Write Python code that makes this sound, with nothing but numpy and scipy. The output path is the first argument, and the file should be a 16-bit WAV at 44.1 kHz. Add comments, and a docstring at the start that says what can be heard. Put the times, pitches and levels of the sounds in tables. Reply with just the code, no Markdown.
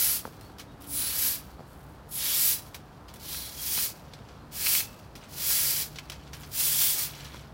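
"""A twig-broom stroke at its loudest opens the scene, the first of seven easy strokes on a concrete patio.
Stick-slip impulses make the broom's hiss, scrape and rasp; resonances add the ring of tips, twigs and stalks.
Shoes scuff with bursts of grains, litter skitters in ticks, stalks snap and the slab knocks as decaying modes.
A far bird calls in gliding sines over coloured noise, a drone and a wavering engine hum.
Echoes are a short noise scatter. The mono mix goes to two equal channels."""
import sys
import numpy as np
from scipy import signal
from scipy.fft import rfft, irfft
from scipy.io import wavfile

SR = 44100
rng = np.random.default_rng(int(sys.argv[2]) if len(sys.argv) > 2 else 0)


def generate_wav(sig):
    """Save sig (samples, or channels by samples) to the path in sys.argv[1] as 16-bit PCM at SR."""
    pcm = np.round(np.clip(np.atleast_2d(sig).T, -1, 1) * 32767).astype(np.int16)
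    wavfile.write(sys.argv[1], SR, pcm)


N = 332073  # samples

# Pushes of the arms, one to three to a stroke. Each row: landing in seconds, swell in seconds, ease in seconds,
# landing level in dB below the peak, peak hiss of the tips in dB, scrape of the twigs in dB re hiss,
# rasp of the stalks in dB re hiss, tip ring in dB re hiss (before its drop at light pressure),
# loaded-twig ring in dB re hiss, mean twig-ring pitch in Hz, mean tip-ring pitch in Hz.
ARM_PUSHES = [(-0.2, 0.23, 0.14, 31, -24, -10, -17.5, -4, -27.5, 4800, 11300),
              (0.872, 0.115, 0.044, 18.5, -29, -14, -33, -4.5, -27.5, 3870, 10400),
              (0.92, 0.13, 0.091, 20, -31, -10, -12, -4, -9.5, 4300, 10700),
              (1.05, 0.21, 0.09, 24, -25.5, -10, -16, -4.5, -20.5, 4520, 11700),
              (2.092, 0.076, 0.045, 25, -32, -18, -32, -2.5, -28, 3957, 11050),
              (2.125, 0.18, 0.065, 25.5, -28, -6, -13, -6, -11.5, 3306, 11300),
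              (2.212, 0.24, 0.097, 36.5, -22.5, -10, -20, -7, -30, 4980, 11400),
              (3.2, 0.15, 0.15, 15, -38, -5.5, -12, -4.5, -8.5, 4100, 10940),
              (3.499, 0.32, 0.055, 25.5, -27, -7.5, -17.5, -10.5, -19, 4900, 11670),
              (4.527, 0.22, 0.062, 22.5, -23.5, -8, -16.5, -9, -18.5, 2670, 11700),
              (5.287, 0.26, 0.28, 36, -24.5, -7.5, -15.5, -10.5, -24.5, 5130, 11750),
              (6.519, 0.11, 0.13, 19.5, -25, -9, -18.5, -26, -20.5, 3324, 11600),
              (6.6, 0.23, 0.12, 29.5, -23, -9, -18.5, -27, -17.5, 3400, 11600),
              (6.915, 0.087, 0.063, 32, -28, -7, -15, -26.5, -30, 5250, 11600)]
# Spectrum of the tips' hiss. Each row: frequency in Hz, relative density in dB per Hz.
TIP_SPECTRUM = [(5000, -20), (7000, -12.5), (8300, -7.5), (10000, -1.5), (12000, -2.5), (13200, 0.5),
                (15500, 2)]
# Spectrum of the twigs' scrape. 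Each row: frequency in Hz, relative density in dB per Hz.
TWIG_SPECTRUM = [(2000, -4), (3500, -2), (5000, 5), (7500, 0), (9500, -11.5)]
# Spectrum of the stalks' rasp. Each row: frequency in Hz, relative density in dB per Hz.
STALK_SPECTRUM = [(200, -22), (400, -6), (800, -5), (1400, -2.5), (4500, 0)]
# Thick stalks catch and spring free. Each row: time in seconds, level in dB, pitch as a multiple of the modes.
STALK_SNAPS = [(3.346, -38.5, .68), (3.776, -32.5, 1.05), (3.787, -34, .66), (4.663, -26.5, 1.15),
               (4.669, -25, 1.08), (4.751, -25, 1.075), (4.805, -28.5, 1.1), (5.987, -38.5, 1.08)]
# Modes of a stalk. Each row: frequency in Hz at pitch 1, level in dB re snap, T60 in seconds.
STALK_BODY_MODES = [(775, -12, 0.02), (1076, 2, 0.0031), (2020, 6, 0.0077), (2380, -3.5, 0.043),
                    (2420, -21, 0.58), (2800, -3.5, 0.028), (3830, 4.5, 0.012), (4900, -3, 0.012)]
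# Shoe scuffs and light broom touches. Each row: start in seconds, level in dB before the band gains,
# treble in dB re middle before the band gains, T60 in seconds.
SCUFF_BURSTS = [(0.41, -34.5, 4, 0.015), (0.584, -42.5, 4, 0.14), (0.595, -38, 0, 0.12),
                (2.744, -33, 3, 0.1), (3.081, -43.5, -3, 0.19), (3.138, -41.5, 9, 0.059),
                (3.158, -47, 8, 0.096), (4.135, -34, -11, 0.038), (4.286, -46.5, -15, 0.13),
                (5.153, -40.5, 2, 0.17), (5.957, -34.5, -28, 0.094), (5.985, -29.5, -5.5, 0.052),
                (6.098, -26.5, -1, 0.045), (6.118, -37, -3, 0.15), (6.332, -34, -3, 0.13),
                (6.433, -39.5, -15, 0.11), (7.205, -38, -10, 0.083), (7.246, -38.5, -3, 0.15),
                (7.344, -42, -16, 0.026), (7.393, -37, -13, 0.019)]
# Litter and grit on the move. Each row: start in seconds, length in seconds, peak level in dB,
# treble in dB re middle.
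LITTER_RUNS = [(0.405, 0.15, -61, -0.5), (0.803, 0.11, -54.5, 4), (1.648, 0.39, -71, 8.5),
               (4.039, 0.52, -61.5, -21), (5.208, 0.093, -53, -11), (5.93, 1, -58.5, -16),
               (6.322, 0.3, -62, 6.5), (7.053, 0.5, -48, -10)]
# Spectrum of the litter's middle. Each row: frequency in Hz, relative density in dB per Hz.
LITTER_SPECTRUM = [(1200, 3), (3300, 5.5), (5500, 1), (7000, -4.5), (9500, -13.5)]
# Dull blows of shoes and broom head on the slab. Each row: time in seconds, level in dB,
# pitch as a multiple of the modes.
SLAB_KNOCKS = [(.2528, -31.5, 1), (.276, -36.5, .48), (1.594, -41, .72), (1.606, -39, .55),
               (3.778, -38.5, .9), (7.345, -41, 1.05)]
# Modes of the knocks. Each row: frequency in Hz at pitch 1, level in dB re knock, T60 in seconds.
SLAB_MODES = [(220, 0, 0.035), (512, 1, 0.026), (880, 4.5, 0.02), (1380, 9, 0.0064)]
# Bird notes. Each row: start in seconds, length in seconds, first pitch in Hz, last pitch in Hz,
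# mid-note arch in Hz, level in dB before flutter and echo.
BIRD_NOTES = [(0.355, .135, 3950, 4560, 0, -61.5), (0.645, 0.09, 3660, 3620, 150, -68),
              (4.365, 0.09, 3850, 3850, 350, -66)]
# Spectrum of the neighbourhood's rumble. Each row: frequency in Hz, relative density in dB per Hz.
AIR_SPECTRUM = [(28, -40), (38, -13.5), (48, 3.5), (68, -0.5), (95, 3.5), (200, -2.5), (400, -8.5),
                (900, -10), (1400, -14), (2200, -26), (4000, -30.5), (7000, -37.5), (15000, -40)]
# Far engine. Each row: time in seconds, firing note in dB rms before its swell, octave in dB rms before its swell.
ENGINE_LEVELS = [(0, -58.5, -71), (.9, -66, -55), (1.5, -61.5, -67), (5.2, -58.5, -69.5), (6.7, -52, -63.5),
                 (7.5, -55.5, -87)]

CONTROL_STEP_S = 0.002
EASE_DB = 6.5  # drop below the peak at lift-off
LAND_DB_PER_S, LIFT_DB_PER_S = 1485.5, 338
SETTLE_DB = -16.5  # level re peak from which the lifted bundle's rustle decays
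TIPS_SETTLE_DB_PER_S, TWIGS_SETTLE_DB_PER_S = 102, 71.5
# floors: faint rustle and ring of the carried broom
CARRY_HISS_DB, CARRY_SCRAPE_DB, CARRY_RASP_DB, CARRY_RING_DB = -80, -82, -70, -85
SCRAPE_FOLLOW, RASP_FOLLOW, TWIG_RING_FOLLOW = 0.8, 0.67, 0.96  # share of the push's swing in dB
TIP_SWELL_DB, TWIG_SWELL_DB, STALK_SWELL_DB, SWELL_CORNER_HZ = 3, 5, 3, 3.6
RING_WANDER, RING_WANDER_CORNER_HZ = 0.025, 3  # fraction of pitch
TIP_WIDTH_HZ, TWIG_WIDTH_HZ = 1270, 880
CRACKS_PER_S, CRACK_DB = 28, -36  # tips flick hard off pebbles; level re tip sound
SCUFF_ATTACK_S, SCUFF_SCRAPS_DB = 0.00096, -6.5  # ringing scraps re grit
SCRAP_TICKS_PER_S, SCRAP_T60_S = 1500, 0.009
SAND_GRAINS_PER_S, SAND_SPREAD_DB, SKITTER_SAND_DB = 1500, 6, -0.5  # sand re scraps
BIRD_WAVER = 0.008  # fraction of pitch
AIR_DB = -48.5  # rms
HUM_HZ, HUM_WAVER, HUM_SWELL_DB = 144.5, 0.014, 2.8  # waver as a fraction of pitch
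DRONE_HZ, DRONE_DB, DRONE_T60_S = 66.3, -56.5, 0.87  # dB rms
CUTOFF_HZ = 15850


def broom():
    """Tips hiss, twigs scrape, stalks rasp; a harder stroke brings more twigs into contact."""
    hiss_db, scrape_db, rasp_db, tip_db, twig_db, twig_hz, tip_hz = sweep()
    pressure = np.clip(from_db(hiss_db + 33), 0, 1)
    lightness = 1 - np.sqrt(pressure)
    slips_per_s = 1500 + 22000 * pressure
    contacts = slips(slips_per_s, spread_db=3)

    tips = coloured(contacts, TIP_SPECTRUM)
    tip_rings = twig_rings(slips_per_s, 7200, 15500, t60_s=0.0056, swell_db=TIP_SWELL_DB, count=20)
    tips = blend(tips, tip_rings, -8)
    tips = blend(tips, moving_ring(tip_hz, TIP_WIDTH_HZ), tip_db - 7 * lightness ** 2)
    cracks = rms_one(band(slips(CRACKS_PER_S, spread_db=20), 3000, 15000))
    tips = blend(tips, cracks, CRACK_DB)

    twigs = coloured(slips(slips_per_s, spread_db=5), TWIG_SPECTRUM)
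    single_twigs = twig_rings(slips_per_s, 3100, 6600, t60_s=0.028, swell_db=TWIG_SWELL_DB, count=10)
    twigs = blend(twigs, single_twigs, -8.5)
    # barely touching, single grains of grit crackle
    crackle = rms_one(band(slips(240, spread_db=4.5), 2400, 5300))
    twigs = blend(twigs, crackle, -17 + 14 * lightness ** 2)
    loaded = moving_ring(twig_hz, TWIG_WIDTH_HZ)

    stalks = coloured(contacts, STALK_SPECTRUM)
    stalk_rings = twig_rings(slips_per_s, 1500, 2800, t60_s=0.016, swell_db=STALK_SWELL_DB, count=8)
    stalks = blend(stalks, stalk_rings, -8)

    # pressed down, the head runs evenly; barely touching, it stutters
    judder_db = (0.8 + 2 * lightness ** 2) * np.clip(drift(32), -2, 2)
    head = tips + from_db(scrape_db) * twigs + from_db(twig_db) * loaded + from_db(rasp_db) * stalks
    return from_db(judder_db) * from_db(hiss_db) * head


def sweep():
    """Pushes add in power: hiss in dB; scrape, rasp, tip and twig ring in dB re hiss; two ring pitches in Hz."""
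    t = np.arange(0, N / SR, CONTROL_STEP_S)
    columns = np.transpose(ARM_PUSHES)[:, :, None]
    start_s, swell_s, ease_s, landing_db, db, scrape_db, rasp_db, tip_db, twig_db, twig_hz, tip_hz = columns
    on_tips = push(t - start_s, swell_s, ease_s, landing_db, TIPS_SETTLE_DB_PER_S)
    on_twigs = push(t - start_s, swell_s, ease_s, landing_db, TWIGS_SETTLE_DB_PER_S)
    hiss = power_sum(db + on_tips, CARRY_HISS_DB)
    scrape = power_sum(db + scrape_db + SCRAPE_FOLLOW * on_tips, CARRY_SCRAPE_DB)
    rasp = power_sum(db + rasp_db + RASP_FOLLOW * on_twigs, CARRY_RASP_DB)
    tip_ring = power_sum(db + tip_db + on_tips, CARRY_RING_DB)
    twig_ring = power_sum(db + twig_db + TWIG_RING_FOLLOW * on_twigs, CARRY_RING_DB)
    twig_pitch = shared_pitch(twig_hz, db + twig_db + on_twigs)
    tip_pitch = shared_pitch(tip_hz, db + tip_db + on_tips)
    relative = [scrape - hiss, rasp - hiss, tip_ring - hiss, twig_ring - hiss]
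    return in_time(np.transpose([t, hiss, *relative, twig_pitch, tip_pitch]))


def push(t, swell_s, ease_s, landing_db, settle_db_per_s):
    """Level in dB re peak, t seconds after landing: the push swells, eases, lifts, and the bundle settles."""
    to_come = np.clip(1 - t / swell_s, 0, 1)
    eased = np.clip((t - swell_s) / ease_s, 0, 1)
    lifted_s = np.maximum(t - swell_s - ease_s, 0)
    release = np.maximum(-LIFT_DB_PER_S * lifted_s, SETTLE_DB - settle_db_per_s * lifted_s)
    landing = LAND_DB_PER_S * np.minimum(t, 0)
    return landing - landing_db * to_come ** 2 - EASE_DB * eased ** 2 + release


def shared_pitch(hz, levels_db):
    """Power-weighted mean pitch: it glides from push to push as the load passes over."""
    power = from_db(levels_db - levels_db.max(axis=0)) ** 2
    return np.sum(hz * power, axis=0) / np.sum(power, axis=0)


def twig_rings(per_s, low_hz, high_hz, t60_s, swell_db, count):
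    """Single twigs touch down and lift off; each slip rings one, and its pitch wanders as it bends; rms 1."""
    clicks = slips(per_s, spread_db=0)
    dealt = rng.integers(0, count, N)
    decay = from_db(-60 / (t60_s * SR))
    out = np.zeros(N)
    for k, hz in enumerate(np.geomspace(low_hz, high_hz, count)):
        swing = signal.lfilter([1], [1, -decay], clicks * (dealt == k) + 1e-18)
        wander = 2 * RING_WANDER * drift(RING_WANDER_CORNER_HZ / 2)
        phase = 2 * np.pi * np.cumsum(hz * (1 + wander)) / SR
        swell = from_db(swell_db * np.clip(drift(SWELL_CORNER_HZ), -2, 2))
        out += swing * np.sin(phase) * swell
    return rms_one(band(out, low_hz / np.sqrt(2), high_hz * np.sqrt(2)))


def moving_ring(hz, width_hz):
    """A rubbed resonance: a narrow random band that glides, and wanders as load shifts between twigs; rms 1."""
    lowpass = signal.butter(2, width_hz / 2, fs=SR, output="sos")
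    slow = signal.sosfilt(lowpass, rng.standard_normal((2, N)))
    phase = 2 * np.pi * np.cumsum(hz * (1 + RING_WANDER * drift(RING_WANDER_CORNER_HZ))) / SR
    return rms_one(slow[0] * np.cos(phase) + slow[1] * np.sin(phase))


def stalk_snaps():
    """Thick stalks catch and spring free, each ringing its modes at its own pitch."""
    return struck(STALK_SNAPS, STALK_BODY_MODES)


def scuffs():
    """Grit crunches under a sole or twig: fast-dying grains and ringing scraps, over a soft pat."""
    middle, treble = np.zeros(N), np.zeros(N)
    for s, db, treble_db, t60_s in SCUFF_BURSTS:
        at = round(s * SR)
        t = np.arange(N - at) / SR
        attack = np.minimum(t / SCUFF_ATTACK_S, 1)
        fade = attack * from_db(db - np.minimum(60 * t / t60_s, 200))
        middle[at:] += fade
        treble[at:] += fade * from_db(treble_db)
    grit = blend(slips(9000, spread_db=5), scraps(1900, 5980, count=14), SCUFF_SCRAPS_DB)
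    sand = slips(9900, spread_db=6)
    crunch = band(grit * middle, 1500, 6360)
    pat = band(sand * middle, 340, 1960)
    highpass = signal.butter(2, 7000, "high", fs=SR, output="sos")
    fizz = signal.sosfilt(highpass, sand * treble + 1e-18)
    return from_db(-1) * crunch + from_db(-2) * pat + from_db(-8) * fizz


def skitters():
    """Litter tumbles and comes to rest: each scrap ticks at its own pitch, over sliding sand."""
    t = np.arange(N) / SR
    middle, treble = np.zeros(N), np.zeros(N)
    for s, length_s, db, treble_db in LITTER_RUNS:
        part = np.clip((t - s) / length_s, 0, 1)
        motion = from_db(db) * np.sin(np.pi * np.sqrt(part))
        middle += motion
        treble += motion * from_db(treble_db)
    sand = slips(SAND_GRAINS_PER_S, spread_db=SAND_SPREAD_DB)
    grains = blend(scraps(1212, 15460, count=26), sand, SKITTER_SAND_DB)
    grains = grains * from_db(2 * np.clip(drift(47), -2, 2))
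    ticks = slips(SAND_GRAINS_PER_S / 2, spread_db=SAND_SPREAD_DB)
    fizz = rms_one(band(grains / 2 + ticks, 7500, 21000))
    return middle * coloured(grains, LITTER_SPECTRUM) + treble * fizz


def scraps(low_hz, high_hz, count):
    """Random ticks dealt to short resonances, with even power per Hz; rms 1."""
    clicks = slips(SCRAP_TICKS_PER_S, spread_db=0.5)
    dealt = rng.integers(0, count, N)
    out = np.zeros(N)
    for k, hz in enumerate(np.geomspace(low_hz, high_hz, count)):
        out += np.sqrt(hz) * ring(clicks * (dealt == k), hz, SCRAP_T60_S)
    return rms_one(out)


def knocks():
    """Shoes and broom head hit the slab; each blow rings short low modes."""
    return struck(SLAB_KNOCKS, SLAB_MODES)


def bird():
    """Thin gliding notes, unsteady and smeared by the echoes of distance."""
    t = np.arange(N) / SR
    waver = 1 + BIRD_WAVER * drift(154)
    out = np.zeros(N)
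    for s, length_s, first_hz, last_hz, arch_hz, db in BIRD_NOTES:
        part = np.clip((t - s) / length_s, 0, 1)
        arch = np.sin(np.pi * part)
        hz = (first_hz + (last_hz - first_hz) * part + arch_hz * arch) * waver
        out += from_db(db) * arch * np.sin(2 * np.pi * np.cumsum(hz) / SR)
    flutter = from_db(drift(40))
    return garden(out * flutter, tail_db=-3, t60_s=0.25)


def neighbourhood():
    """Far traffic as coloured noise, a noise-driven low resonance and a wavering engine note with its octave."""
    note_db, octave_db = in_time(ENGINE_LEVELS)
    phase = 2 * np.pi * np.cumsum(HUM_HZ * (1 + HUM_WAVER * drift(6.4))) / SR
    note = from_db(note_db) * np.sin(phase)
    octave = from_db(octave_db) * np.sin(2 * phase + drift(20))
    swell = from_db(HUM_SWELL_DB * np.clip(drift(5.6), -2, 2))
    hum = np.sqrt(2) * (note + octave) * swell
    drone = from_db(DRONE_DB) * rms_one(ring(rng.standard_normal(N), DRONE_HZ, DRONE_T60_S))
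    air = from_db(AIR_DB) * coloured(rng.standard_normal(N), AIR_SPECTRUM)
    return air + hum + drone


def garden(x, tail_db, t60_s):
    """Walls, plants and fences return a weak, short scatter: decaying band-passed noise."""
    t = np.arange(SR // 2) / SR
    scatter = band(rng.standard_normal(len(t)), 273, 12000) * from_db(-60 * t / t60_s)
    return x + from_db(tail_db) * signal.fftconvolve(x, scatter / np.linalg.norm(scatter))[:N]


def slips(per_s, spread_db):
    """Random tiny impacts of uneven size; their mean power does not depend on their rate."""
    chance = np.clip(per_s / SR, 1e-4, 1)
    sizes = from_db(spread_db * np.clip(rng.standard_normal(N), -2, 2)) * rng.choice([-1, 1], N)
    return rms_one((rng.random(N) < chance) * sizes / np.sqrt(chance))


def struck(blows, modes):
    """Each blow rings all the modes of a body, scaled to its own pitch."""
    t = np.arange(SR // 2) / SR
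    out = np.zeros(N + len(t))
    for s, db, pitch in blows:
        at = round(s * SR)
        for k, (hz, mode_db, t60_s) in enumerate(modes):
            decay = from_db(db + mode_db - 60 * t / t60_s)
            out[at:at + len(t)] += (-1) ** k * decay * np.sin(2 * np.pi * hz * pitch * t)
    return out[:N]


def ring(clicks, hz, t60_s):
    """Two-pole resonance: a unit click sets a sine of height 1 ringing."""
    r, w = from_db(-60 / (t60_s * SR)), 2 * np.pi * hz / SR
    return signal.lfilter([0, np.sin(w)], [1, -2 * r * np.cos(w), r * r], clicks + 1e-18)


def coloured(x, spectrum):
    """Give a steady signal a spectrum, falling 20 dB per octave beyond its ends; rms 1."""
    hz, db = np.transpose(spectrum)
    octave = np.log2(np.maximum(np.arange(N // 2 + 1) * SR / N, 1))
    beyond = np.abs(octave - np.clip(octave, np.log2(hz[0]), np.log2(hz[-1])))
    gain_db = np.interp(octave, np.log2(hz), db) - 20 * beyond
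    return rms_one(irfft(rfft(x) * from_db(gain_db), N))


def drift(corner_hz):
    """Slow chance of rms 1: noise at SR / 40 through two equal poles, then interpolated."""
    r = np.exp(-2 * np.pi * corner_hz * 40 / SR)
    noise = rng.standard_normal(N // 40 + 2002)
    slow = signal.lfilter([1], [1, -2 * r, r * r], noise)[2000:]  # skip the run-in
    return np.interp(np.arange(N) / 40, np.arange(len(slow)), rms_one(slow))


def band(x, low_hz, high_hz):
    """Gentle band-pass."""
    edges_hz = [low_hz, min(high_hz, SR / 2 - 1000)]
    return signal.sosfilt(signal.butter(2, edges_hz, "band", fs=SR, output="sos"), x + 1e-18)


def blend(x, other, other_db):
    """Mix two unrelated sounds at constant power."""
    return (x + from_db(other_db) * other) / np.sqrt(1 + from_db(other_db) ** 2)


def power_sum(levels_db, floor_db):
    """Level in dB of unrelated sounds together, over a floor."""
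    return 10 * np.log10(np.sum(from_db(levels_db) ** 2, axis=0) + from_db(floor_db) ** 2)


def in_time(rows):
    """Each column of a curve, sample by sample."""
    s, *columns = np.transpose(rows)
    return [np.interp(np.arange(N) / SR, s, c) for c in columns]


def from_db(db):
    """Decibels to gain."""
    return 10 ** (np.asarray(db) / 20)


def rms_one(x):
    """Scale to rms 1."""
    return x / np.sqrt(np.mean(x ** 2) + 1e-20)


def scene():
    """Broom, scuffs, litter, snaps and bird share the garden's echoes; knocks and neighbourhood stay dry."""
    patio = broom() + stalk_snaps() + scuffs() + skitters() + bird()
    mono = garden(patio, tail_db=-13.5, t60_s=0.16) + knocks() + neighbourhood()
    return np.array([mono, mono])


def record(dry):
    """A steep elliptic low-pass cuts the top."""
    return signal.sosfilt(signal.ellip(12, 0.1, 80, CUTOFF_HZ, fs=SR, output="sos"), dry)


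dry = scene()
out = record(dry)
generate_wav(out)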